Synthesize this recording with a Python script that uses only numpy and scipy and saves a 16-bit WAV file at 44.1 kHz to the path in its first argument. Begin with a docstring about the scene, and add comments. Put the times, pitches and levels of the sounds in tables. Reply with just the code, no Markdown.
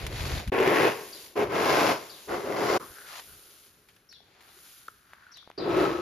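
"""A farmyard heard through two microphone ports: first a straw broom on concrete, its flicking tips made of
clumped impacts, while low noise bumps the microphone as a gust. Then a plastic scoop shovel is pushed into
the grain, at about 0.5, 1.4, 2.3 and 5.6 s: clumped impacts excite its resonances and a rasp and crunch.
Between the pushes the broom returns, and loose grain hisses, slides and ticks as impacts, bursts and short rings.
From 1.1 s on a sparrow calls now and then in falling sine whistles, blurred by echoes from the walls."""
import sys
import numpy as np
from scipy import signal
from scipy.fft import rfft, irfft, next_fast_len
from scipy.io import wavfile
from scipy.ndimage import uniform_filter1d

SR = 44100
rng = np.random.default_rng(int(sys.argv[2]) if len(sys.argv) > 2 else 0)


def bounce(signal):
    """Save signal as a 16-bit WAV file at the path given by the first command-line argument."""
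    frames = np.transpose(np.atleast_2d(signal))
    limited = np.clip(frames, -1, 1)
    pcm = np.round(limited * 32767).astype(np.int16)
    wavfile.write(sys.argv[1], SR, pcm)


N = 265437
TIME = np.arange(N) / SR
FFT_SIZE = 2 * next_fast_len(N // 2 + 2048)  # room for the filter tails
HZ = np.fft.rfftfreq(FFT_SIZE, 1 / SR)

# Levels in the tables are relative: the trims in scene() and the ports come after them.
# Still air of the yard: frequency_hz, level_db
AIR_SPECTRUM = [(20, -13.5), (60, 5.5), (150, 2), (400, -3.5), (800, -19), (1500, -3), (4000, -15),
                (8000, -27), (15000, -48.5)]
AIR_DB = -68
# Wind on the microphone, its spectrum: frequency_hz, level_db
WIND_SPECTRUM = [(15, -36), (32, -15.5), (50, -6.5), (72, -6), (115, -9.5), (160, -16.5), (240, -27.5),
                 (600, -60)]
# Low bumps and puffs on the microphone: centre_s, level_db, half_length_s (to 1/e)
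GUSTS = [(0.049, -34, 0.056), (0.22, -33.5, 0.085), (0.358, -30.5, 0.058), (.488, -26, .014),
         (1.48, -44, .04), (2.33, -49.5, .04), (2.905, -54.5, 0.022), (3.325, -56.5, 0.055)]

# Sparrow calls: start_s, first_pitch_hz (before contour and waver), peak_db, change_per_syllable_db
CHIRPS = [(1.126, 4620, -38.5, -7), (2.095, 4600, -42.5, -4.5), (4.089, 5380, -49, -.5),
          (5.316, 5490, -48.5, .7), (5.577, 4540, -35.5, -5.5)]
# A call steps down toward LOW_NOTE_HZ, keeping STEP_SHARE of the distance at each syllable
SYLLABLE_S, SYLLABLE_SPACING_S, LOW_NOTE_HZ, STEP_SHARE = 0.016, 0.021, 2855, 0.61

# Jolts of the scoop over kernels and knocks of grain on it: start_s, peak_db, pitch_hz, time_to_peak_s
KNOCKS = [(0.6, -15, 425, 0.0034), (0.625, -13.5, 410, .0025), (0.6753, -11, 407, 0.0022),
          (1.391, -17.5, 398, 0.0021), (1.432, -19.5, 412, 0.0027), (2.700, -15, 452, 0.0012),
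          (2.726, -17.5, 493, 0.0019), (2.985, -35, 1490, 0.00069), (3.293, -49, 1430, 0.0026),
          (4.127, -51, 1900, 0.0016), (4.204, -50.5, 713, .001), (4.566, -54.5, 380, .005),
          (4.8833, -27.5, 1362, 0.0012), (5.134, -31, 1580, 0.00028), (5.178, -56, 1580, 0.00043),
          (5.266, -42, 1466, 0.0019), (5.428, -46, 1264, .0007), (5.4754, -36, 750, 0.00031),
          (5.502, -32.5, 850, 0.0004), (5.5148, -34, 2330, 0.000095), (5.62, -35, 374, 0.003),
          (5.662, -36, 367, 0.0018), (5.768, -18, 371, 0.0034), (5.848, -32, 350, 0.0052)]
# Snaps of straw and single bouncing kernels: start_s, level_db, decay_s (to 1/e)
SNAPS = [(0.066, -30, 0.0068), (0.221, -49, .002), (0.476, -39.5, 0.0083), (3.887, -54, 0.015),
         (3.903, -65, 0.0058), (3.963, -55.5, 0.0077), (4.126, -49, 0.0045), (4.407, -54, 0.01),
         (4.881, -43.5, 0.0026), (5.136, -47, 0.0013), (5.372, -43.5, 0.0032), (5.4998, -46, .001)]
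# Spectrum of the snaps: frequency_hz, level_db
SNAP_SPECTRUM = [(300, -10.5), (1500, 4.5), (3000, 5), (6000, -4), (11000, -5.5), (15000, -9)]

# Grain running off the heap, off the lifted scoop and into the truck:
# start_s, rise_s, hold_s, coast_s, skitter_db, spray_db
SPILLS = [(0.84, .1, 0.32, 0.086, -57, -50.5), (1.9, .146, .475, .15, -60, -55),
          (2.78, 0.014, 0.54, .3, -63, -53), (3.36, 0.16, .15, 0.065, -71, -64.5),
          (4.4, 0.32, 0.068, 0.19, -64, -55.5)]
SPILL_BUILD_DB, SPILL_ATTACK_S = 16, 0.015
# Grain sliding in the lifted scoop:
# start_s, rise_s, hold_s, coast_s, level_db, top_resonance_hz, sag_at_both_ends (0-1)
SLIDES = [(2.796, .004, 0.014, 0.051, -42, 1080, 0.01), (2.8, .2, .195, 0.0095, -52.5, 1470, 0.36),
          (3.248, .04, 0.036, 0.47, -62, 1400, 0.05), (4.349, 0.13, 0.76, .2, -67, 1420, 0.16),
          (5.1, 0.15, 0.08, .06, -59.5, 1450, 0)]
SLIDE_BUILD_DB = 13
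# The scoop humming as it rests in the grain, stops and is swung: start_s, rise_s, hold_s, coast_s, level_db
HUMS = [(0, 0.32, 0.098, 0.045, -42.5), (2.797, 0.003, .02, 0.045, -45.5), (3.3, 0.18, 0.28, .15, -78),
        (4.19, 0.33, .02, 0.49, -71)]
HUM_BUILD_DB = 6
# Resonances of the scoop held free: frequency_hz, width_hz, lift_db
FREE_SCOOP_MODES = [(420, 88, -1), (1020, 70, 2.5)]
# Hiss of flying grain: frequency_hz, level_db
SPRAY_SPECTRUM = [(5000, -36), (7500, -26.5), (9200, 0), (11000, 3.5), (13000, -1), (14300, 0),
                  (15500, -22)]

# Broom strokes: start_s, rise_s, hold_s, coast_s, scratch_db, skitter_db, spray_db
SWEEPS = [(-.05, 0.043, .055, 0.072, -44, -60, -55), (0.08, 0.17, 0.14, 0.071, -40.5, -52, -50),
          (3.03, 0.16, 0.011, 0.019, -47.5, -55.5, -55), (3.84, 0.07, 0.032, .15, -77, -83, -79.5),
          (4.2, 0.28, .04, 0.13, -62, -77, -77), (5.02, 0.12, 0.24, 0.4, -68.5, -84.5, -80.5)]
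SWEEP_BUILD_DB, SWEEP_ATTACK_S = 12.5, 0.039
# Straw on concrete: frequency_hz, level_db
SCRATCH_SPECTRUM = [(120, -36.5), (300, -15), (480, 1), (750, 5.5), (1200, 1.5), (2300, 4), (3200, -2),
                    (4600, -2), (7000, -23.5), (10000, -30.5)]
# Kernels skittering over the ground: frequency_hz, level_db
SKITTER_SPECTRUM = [(1500, -7), (3000, 2), (4500, 2.5), (6000, 0.5), (7400, 2.5), (8500, -24.5),
                    (10500, -32)]

# Thrusts of the shovel, one group a push (twice the edge first bites, then drives on): start_s, attack_s,
# rise_s, hold_s, coast_s, build_up_db, boom_db, rasp_db, crunch_db, spray_db, load_reached (0-1)
PUSHES = [
    [(0.518, 0.0045, .34, 0.018, .045, 7.5, -23.5, -25, -45, -43.5, .45)],
    [(1.354, 0.021, 0.056, 0.015, 0.051, 0, -27.5, -33, -55, -55, 0),
     (1.49, 0.047, .22, .207, 0.037, 10, -28.5, -26.5, -42.5, -43, .9)],
    [(2.272, 0.0199, 0.048, 0.027, .1, 15, -31.5, -35.5, -55.5, -60.5, 0.1),
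     (2.42, 0.054, .26, .095, .002, 19, -29, -31, -46, -47, .7)],
    [(5.577, 0.0022, 0.22, .034, 0.15, 19, -24.5, -29.5, -51.5, -53.5, .2)],
]
# Hollow boom of the scoop: frequency_hz, level_db
BOOM_SPECTRUM = [(30, -52), (60, -23), (130, -12.5), (250, -10.5), (330, -2.5), (450, -3), (620, -8.5),
                 (850, -14.5), (1300, -29), (3000, -54.5)]
# Rasp of the edge: frequency_hz, level_db
RASP_SPECTRUM = [(300, -32), (550, -1), (750, 0), (1000, 2), (1300, -0.5), (2000, -6.5), (2700, -10),
                 (3400, -14), (4500, -29), (8000, -55)]
# Crunch of the kernels: frequency_hz, level_db
CRUNCH_SPECTRUM = [(1200, -33), (2800, 3.5), (3700, 3.5), (5000, 6), (6300, 0), (7400, -2), (8500, -27.5),
                   (10500, -16.5)]
# Bands in which the levels of a push are given: low_hz, high_hz
BOOM_BAND, RASP_BAND, CRUNCH_BAND = (250, 600), (800, 3000), (5200, 7400)
# The scoop rings differently with each load and angle, one table a push: frequency_hz, width_hz, lift_db
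PUSH_MODES = [
    [(415, 144, 6), (712, 170, 0.5), (1100, 41, 7.5), (1217, 200, -6), (1944, 630, 5.5), (2540, 190, 6.5),
     (2850, 120, 0.5), (4280, 810, 0.5)],
    [(413, 24, 5), (686, 83, -1), (696, 39, 5.5), (1032, 69, 5), (1530, 55, 4.5), (1665, 40, 4),
     (2140, 120, 5.5), (2550, 160, 3), (4900, 300, 2)],
    [(353, 8.3, 6.5), (410, 14, 10.5), (547, 70, 3.5), (745, 69, 3.5), (1084, 100, 4), (1470, 200, 3.5),
     (2050, 150, 7), (2700, 1900, -2)],
    [(60, 45, 11.5), (155, 87, 3.5), (355.7, 79, 11), (510, 20, 2.5), (674, 24, 6), (1080, 38, 5),
     (1296, 63, 11.5), (1740, 42, 3), (2580, 120, 4.5), (3870, 730, 8.5)],
]
# A full scoop loses its hollow note and rings higher: frequency_hz, width_hz, lift_db
LOADED_MODES = [(388, 160, -2.5), (676, 170, 6)]
# How each part of the sound follows a thrust, as factors on its rise, coast and build-up
BOOM_FOLLOWS, RASP_FOLLOWS, CRUNCH_FOLLOWS = (1.3, 1.19, 0.58), (1.41, 1.12, 1), (1.23, 1.55, 1.66)
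CONTACT_S = 0.0034  # usual time for a movement to make contact

# Likeness of the two microphone ports: frequency_hz, likeness (0-1)
LIKENESS = [(60, .96), (290, .88), (640, .68), (1400, .42), (2400, .72), (4400, .5), (6800, .45),
            (8000, .92), (11000, .8), (15000, .8)]
# Phase by which the left port leads: frequency_hz, lead_rad
LEAD = [(100, 0), (600, .25), (1100, .8), (2200, .1), (4400, .9), (6800, -1.0), (7800, -3.0), (8700, -3.3),
        (9500, -5.6), (13200, -6.8), (14800, -9.3)]
# Level of the left port over the right: frequency_hz, balance_db
BALANCE = [(60, .3), (380, 1.2), (1300, 2.3), (2400, 1.3), (4400, 3.4), (8100, .3), (15000, 0)]
# Two brief dips in the level: start_s, end_s, level_db
DIPS = [(0.5, 0.519, -40), (2.782, 2.798, -16)]
TOP_EDGE_HZ = 15450


def amp(db):
    """Decibels to gain."""
    return 10 ** (np.asarray(db) / 20)


def evened(x):
    """Scales to an rms of one."""
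    return x / np.sqrt(np.mean(x ** 2) + 1e-20)


def read(points, hz=HZ):
    """Joins frequency_hz, value points on a log-frequency axis."""
    f, value = np.transpose(points)
    return np.interp(np.log(hz + 1), np.log(f + 1), value)


def add(mix, start_s, sound):
    """Mixes a sound in at a time."""
    part = mix[max(round(start_s * SR), 0):][:len(sound)]
    part += sound[:len(part)]


def colour(x, spectrum, modes=(), band=(0, SR / 2)):
    """Causal filter with a spectrum and ringing peaks; white input of rms one gives rms one within the band."""
    db = read(spectrum)
    db = db + sum(lift / (1 + (2 * (HZ - hz) / width) ** 2) for hz, width, lift in modes)
    in_band = (HZ >= band[0]) & (HZ <= band[1])
    power = np.sum(amp(db[in_band]) ** 2) / len(HZ)
    # folding the cepstrum forward in time gives the minimum-phase response
    cepstrum = irfft(db * np.log(10) / 20)
    cepstrum[1:len(HZ)] *= 2
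    cepstrum[len(HZ):] = 0
    response = np.exp(rfft(cepstrum))
    return irfft(rfft(x, FFT_SIZE) * response)[..., :N] / np.sqrt(power)


def resonate(x, hz, width):
    """A resonance of gain one that follows a pitch curve."""
    turn = np.exp(2j * np.pi * np.cumsum(hz) / SR)
    r = np.exp(-np.pi * width / SR)
    # shift the pitch to zero, smooth, shift back
    return 2 * (turn * signal.lfilter([1 - r], [1, -r], x / turn)).real


def kernels(per_s, spread_db, clump_db, clump_hz):
    """Two trains of tiny impacts of uneven size that bunch into shared clumps."""
    slow = rfft(rng.standard_normal(FFT_SIZE)) / (1 + (HZ / clump_hz) ** 4)
    clumps = evened(irfft(slow)[:N])
    sizes = amp(spread_db * np.minimum(rng.exponential(1, N), 4))
    hits = rng.standard_normal((2, N)) * (rng.random(N) < per_s / SR)
    return evened(hits * sizes * amp(clump_db * clumps))


def stroke(start, rise, hold, coast, build_db, follows=(1, 1, 1), attack=CONTACT_S):
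    """Gain of one movement: it makes contact, builds to full speed, holds, and coasts to rest."""
    t, (lag, linger, depth) = TIME - start, follows
    contact = np.clip(t / attack, 0, 1)
    to_go = np.clip(1 - t / (rise * lag), 0, 1)
    slowing = 1 + np.maximum(t - rise - hold, 0) / (coast * linger)
    return contact * amp(-build_db * depth * to_go ** 2) / slowing ** 2


def strokes(rows, build_db, attack=CONTACT_S):
    """Plays a table of movements: one gain curve for each of its level columns."""
    return sum(amp(row[4:])[:, None] * stroke(*row[:4], build_db, attack=attack) for row in rows)


def yard(x, t60):
    """Scattered echoes from walls and truck, as two unrelated tails that fall 60 dB in t60 seconds."""
    t = TIME[:SR // 2]
    echoes = rng.standard_normal((2, len(t))) * (rng.random((2, len(t))) < 0.04)
    taps = echoes * (t > 0.008) * amp(-60 * t / t60)
    return signal.fftconvolve(x[None], taps / np.linalg.norm(taps[0]), axes=1)[:, :N]


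def ports(pair):
    """Two unrelated signals become left and right: the ports share part of the sound, shifted in phase."""
    a, b = rfft(pair, FFT_SIZE)
    same = np.clip(read(LIKENESS), 0, 0.995)
    tilt = amp(read(BALANCE) / 2)
    shared, apart = a * np.sqrt((1 + same) / 2), b * np.sqrt((1 - same) / 2)
    left = (shared + apart) * tilt
    right = (shared - apart) / tilt * np.exp(-1j * read(LEAD))
    return irfft([left, right])[:, :N]


def air():
    """Low buffeting on the microphone, as puffs of low noise, over the steady quiet noise of the yard."""
    gust, still = rng.standard_normal((2, 2, N))
    puffs = sum(amp(db) * np.exp(-((TIME - s) / half) ** 2) for s, db, half in GUSTS)
    return colour(gust, WIND_SPECTRUM) * puffs + amp(AIR_DB) * colour(still, AIR_SPECTRUM)


def sparrow(rough, wet_db, left_db, count=4):
    """Each call steps down in wavering whistles that arch and drop, blurred by the walls on the left."""
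    song = np.zeros(N)
    u = np.linspace(-1, 1, round(SYLLABLE_S * SR))  # place within a syllable
    contour = 1 + 0.12 * (1 / 3 - u ** 2) - 0.025 * u
    for start, first_hz, db, step_db in CHIRPS:
        for k in range(count):
            waver = evened(uniform_filter1d(rng.standard_normal(4000), size=30))[:len(u)]
            note_hz = LOW_NOTE_HZ + (first_hz - LOW_NOTE_HZ) * STEP_SHARE ** k
            pitch = note_hz * (contour + rough * waver)
            whistle = np.sqrt(1 - u ** 2) * np.sin(2 * np.pi * np.cumsum(pitch) / SR)
            add(song, start + k * SYLLABLE_SPACING_S, amp(db + k * step_db) * whistle)
    blurred = 0.83 * song + amp(wet_db) * yard(song, t60=0.42)
    return blurred * amp([[left_db / 2], [-left_db / 2]])


def ticks(wet_db, crack_db):
    """Knocks crack and ring dead plastic for a few cycles; snaps are short bright bursts."""
    knocks, snaps, t = np.zeros(N), np.zeros((2, N)), TIME[:2500]
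    for start, db, hz, rise in KNOCKS:
        crack = evened(uniform_filter1d(rng.standard_normal(len(t)), size=9))
        ring = np.sin(2 * np.pi * hz * t) + amp(crack_db) * crack
        add(knocks, start, amp(db) * t / rise * np.exp(1 - t / rise) * ring)
    for start, db, decay in SNAPS:
        for side in snaps:
            add(side, start, amp(db) * np.exp(-t / decay) * rng.standard_normal(len(t)))
    direct = np.array([knocks, np.zeros(N)])  # no unshared part
    return direct + colour(snaps, SNAP_SPECTRUM) + amp(wet_db) * yard(knocks, t60=0.13)


def loose_grain(spraying, spray_db, width_hz):
    """Kernels hiss against one another; sliding grain hums the scoop and sounds a resonance, arched in most slides."""
    fine = kernels(per_s=14000, spread_db=-1.2, clump_db=0.2, clump_hz=119.6)
    sliding = kernels(per_s=2500, spread_db=0.8, clump_db=1.0, clump_hz=40.2)
    spray = colour(fine, SPRAY_SPECTRUM, band=(9500, 14000)) * spraying
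    hum = colour(sliding, BOOM_SPECTRUM, FREE_SCOOP_MODES) * strokes(HUMS, HUM_BUILD_DB)[0]
    sound = amp(spray_db) * spray + hum
    for start, rise, hold, coast, db, hz, sag in SLIDES:
        place = np.clip(2 * (TIME - start) / (rise + hold) - 1, -1, 1)
        pitch = hz * (1 - sag * place ** 2)
        slide = evened(resonate(resonate(sliding, pitch, width_hz), pitch, width_hz))
        sound += amp(db) * slide * stroke(start, rise, hold, coast, SLIDE_BUILD_DB)
    return sound


def broom(scratching, skittering, scratch_db, skitter_db):
    """Straw tips catch and flick free as dense impacts, and kernels skitter over the ground."""
    flicks = kernels(per_s=9000, spread_db=0.5, clump_db=0.8, clump_hz=90)
    scratch = colour(flicks, SCRATCH_SPECTRUM, band=(1900, 3100)) * scratching
    skitter = colour(flicks, SKITTER_SPECTRUM, band=(6200, 7400)) * skittering
    return amp(scratch_db) * scratch + amp(skitter_db) * skitter


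def thrust(start, attack, rise, hold, coast, build_db, boom_db, rasp_db, crunch_db, spray_db, load):
    """Gains of empty scoop, full scoop, rasp, crunch and spray; the scoop fills as it advances."""
    boom, rasp, crunch = (stroke(start, rise, hold, coast, build_db, follows, attack)
                          for follows in (BOOM_FOLLOWS, RASP_FOLLOWS, CRUNCH_FOLLOWS))
    advance = np.clip((TIME - start) / rise, 0, 1)
    filled = np.clip(load * advance * crunch ** 0.5, 0, 1)
    boom = amp(boom_db) * boom
    return np.array([boom * (1 - filled), boom * filled,
                     amp(rasp_db) * rasp, amp(crunch_db) * crunch, amp(spray_db) * crunch])


def shovel(pushes, boom_db, rasp_db, crunch_db):
    """The edge judders over concrete and kernels; the plastic scoop booms with the bumps, higher as it fills."""
    bumps = kernels(per_s=3500, spread_db=0.0, clump_db=0.2, clump_hz=60)
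    scrapes = kernels(per_s=8000, spread_db=1.1, clump_db=0.52, clump_hz=106)
    crunching = amp(crunch_db) * colour(scrapes, CRUNCH_SPECTRUM, band=CRUNCH_BAND)
    sound = np.zeros((2, N))
    for (empty, full, rasp, crunch, _), modes in zip(pushes, PUSH_MODES):
        boom = empty * colour(bumps, BOOM_SPECTRUM, modes, BOOM_BAND)
        boom += full * colour(bumps, BOOM_SPECTRUM, [*modes, *LOADED_MODES], BOOM_BAND)
        rasping = rasp * colour(scrapes, RASP_SPECTRUM, modes, RASP_BAND)
        sound += amp(boom_db) * boom + amp(rasp_db) * rasping + crunch * crunching
    return sound


def scene():
    """The work and air through the two ports, and the bird further off; shovel, broom and spills throw up grain."""
    pushes = [sum(thrust(*row) for row in push) for push in PUSHES]
    scratching, swept_skitter, swept_spray = strokes(SWEEPS, SWEEP_BUILD_DB, SWEEP_ATTACK_S)
    spilt_skitter, spilt_spray = strokes(SPILLS, SPILL_BUILD_DB, SPILL_ATTACK_S)
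    # gains of the same sound from several causes join as powers
    skittering = np.hypot(swept_skitter, spilt_skitter)
    spraying = np.sqrt(sum(pushes)[-1] ** 2 + swept_spray ** 2 + spilt_spray ** 2)
    work = ticks(wet_db=-20.0, crack_db=-18.5)
    work += loose_grain(spraying, spray_db=-1.5, width_hz=520)
    work += broom(scratching, skittering, scratch_db=-4, skitter_db=0.0)
    work += shovel(pushes, boom_db=0.53, rasp_db=1.0, crunch_db=2.5)
    return ports(air() + work) + sparrow(rough=0.048, wet_db=-1.0, left_db=5.0)


def record(dry):
    """The level dips twice for a moment, with softened edges; then a steep low-pass limits the treble."""
    level = np.ones(N)
    for start, end, db in DIPS:
        level[(TIME > start) & (TIME < end)] = amp(db)
    low_pass = signal.firwin(511, TOP_EDGE_HZ, window=("kaiser", 9), fs=SR)
    return signal.oaconvolve(dry * uniform_filter1d(level, size=100), low_pass[None], "same")


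dry = scene()
out = record(dry)
bounce(out)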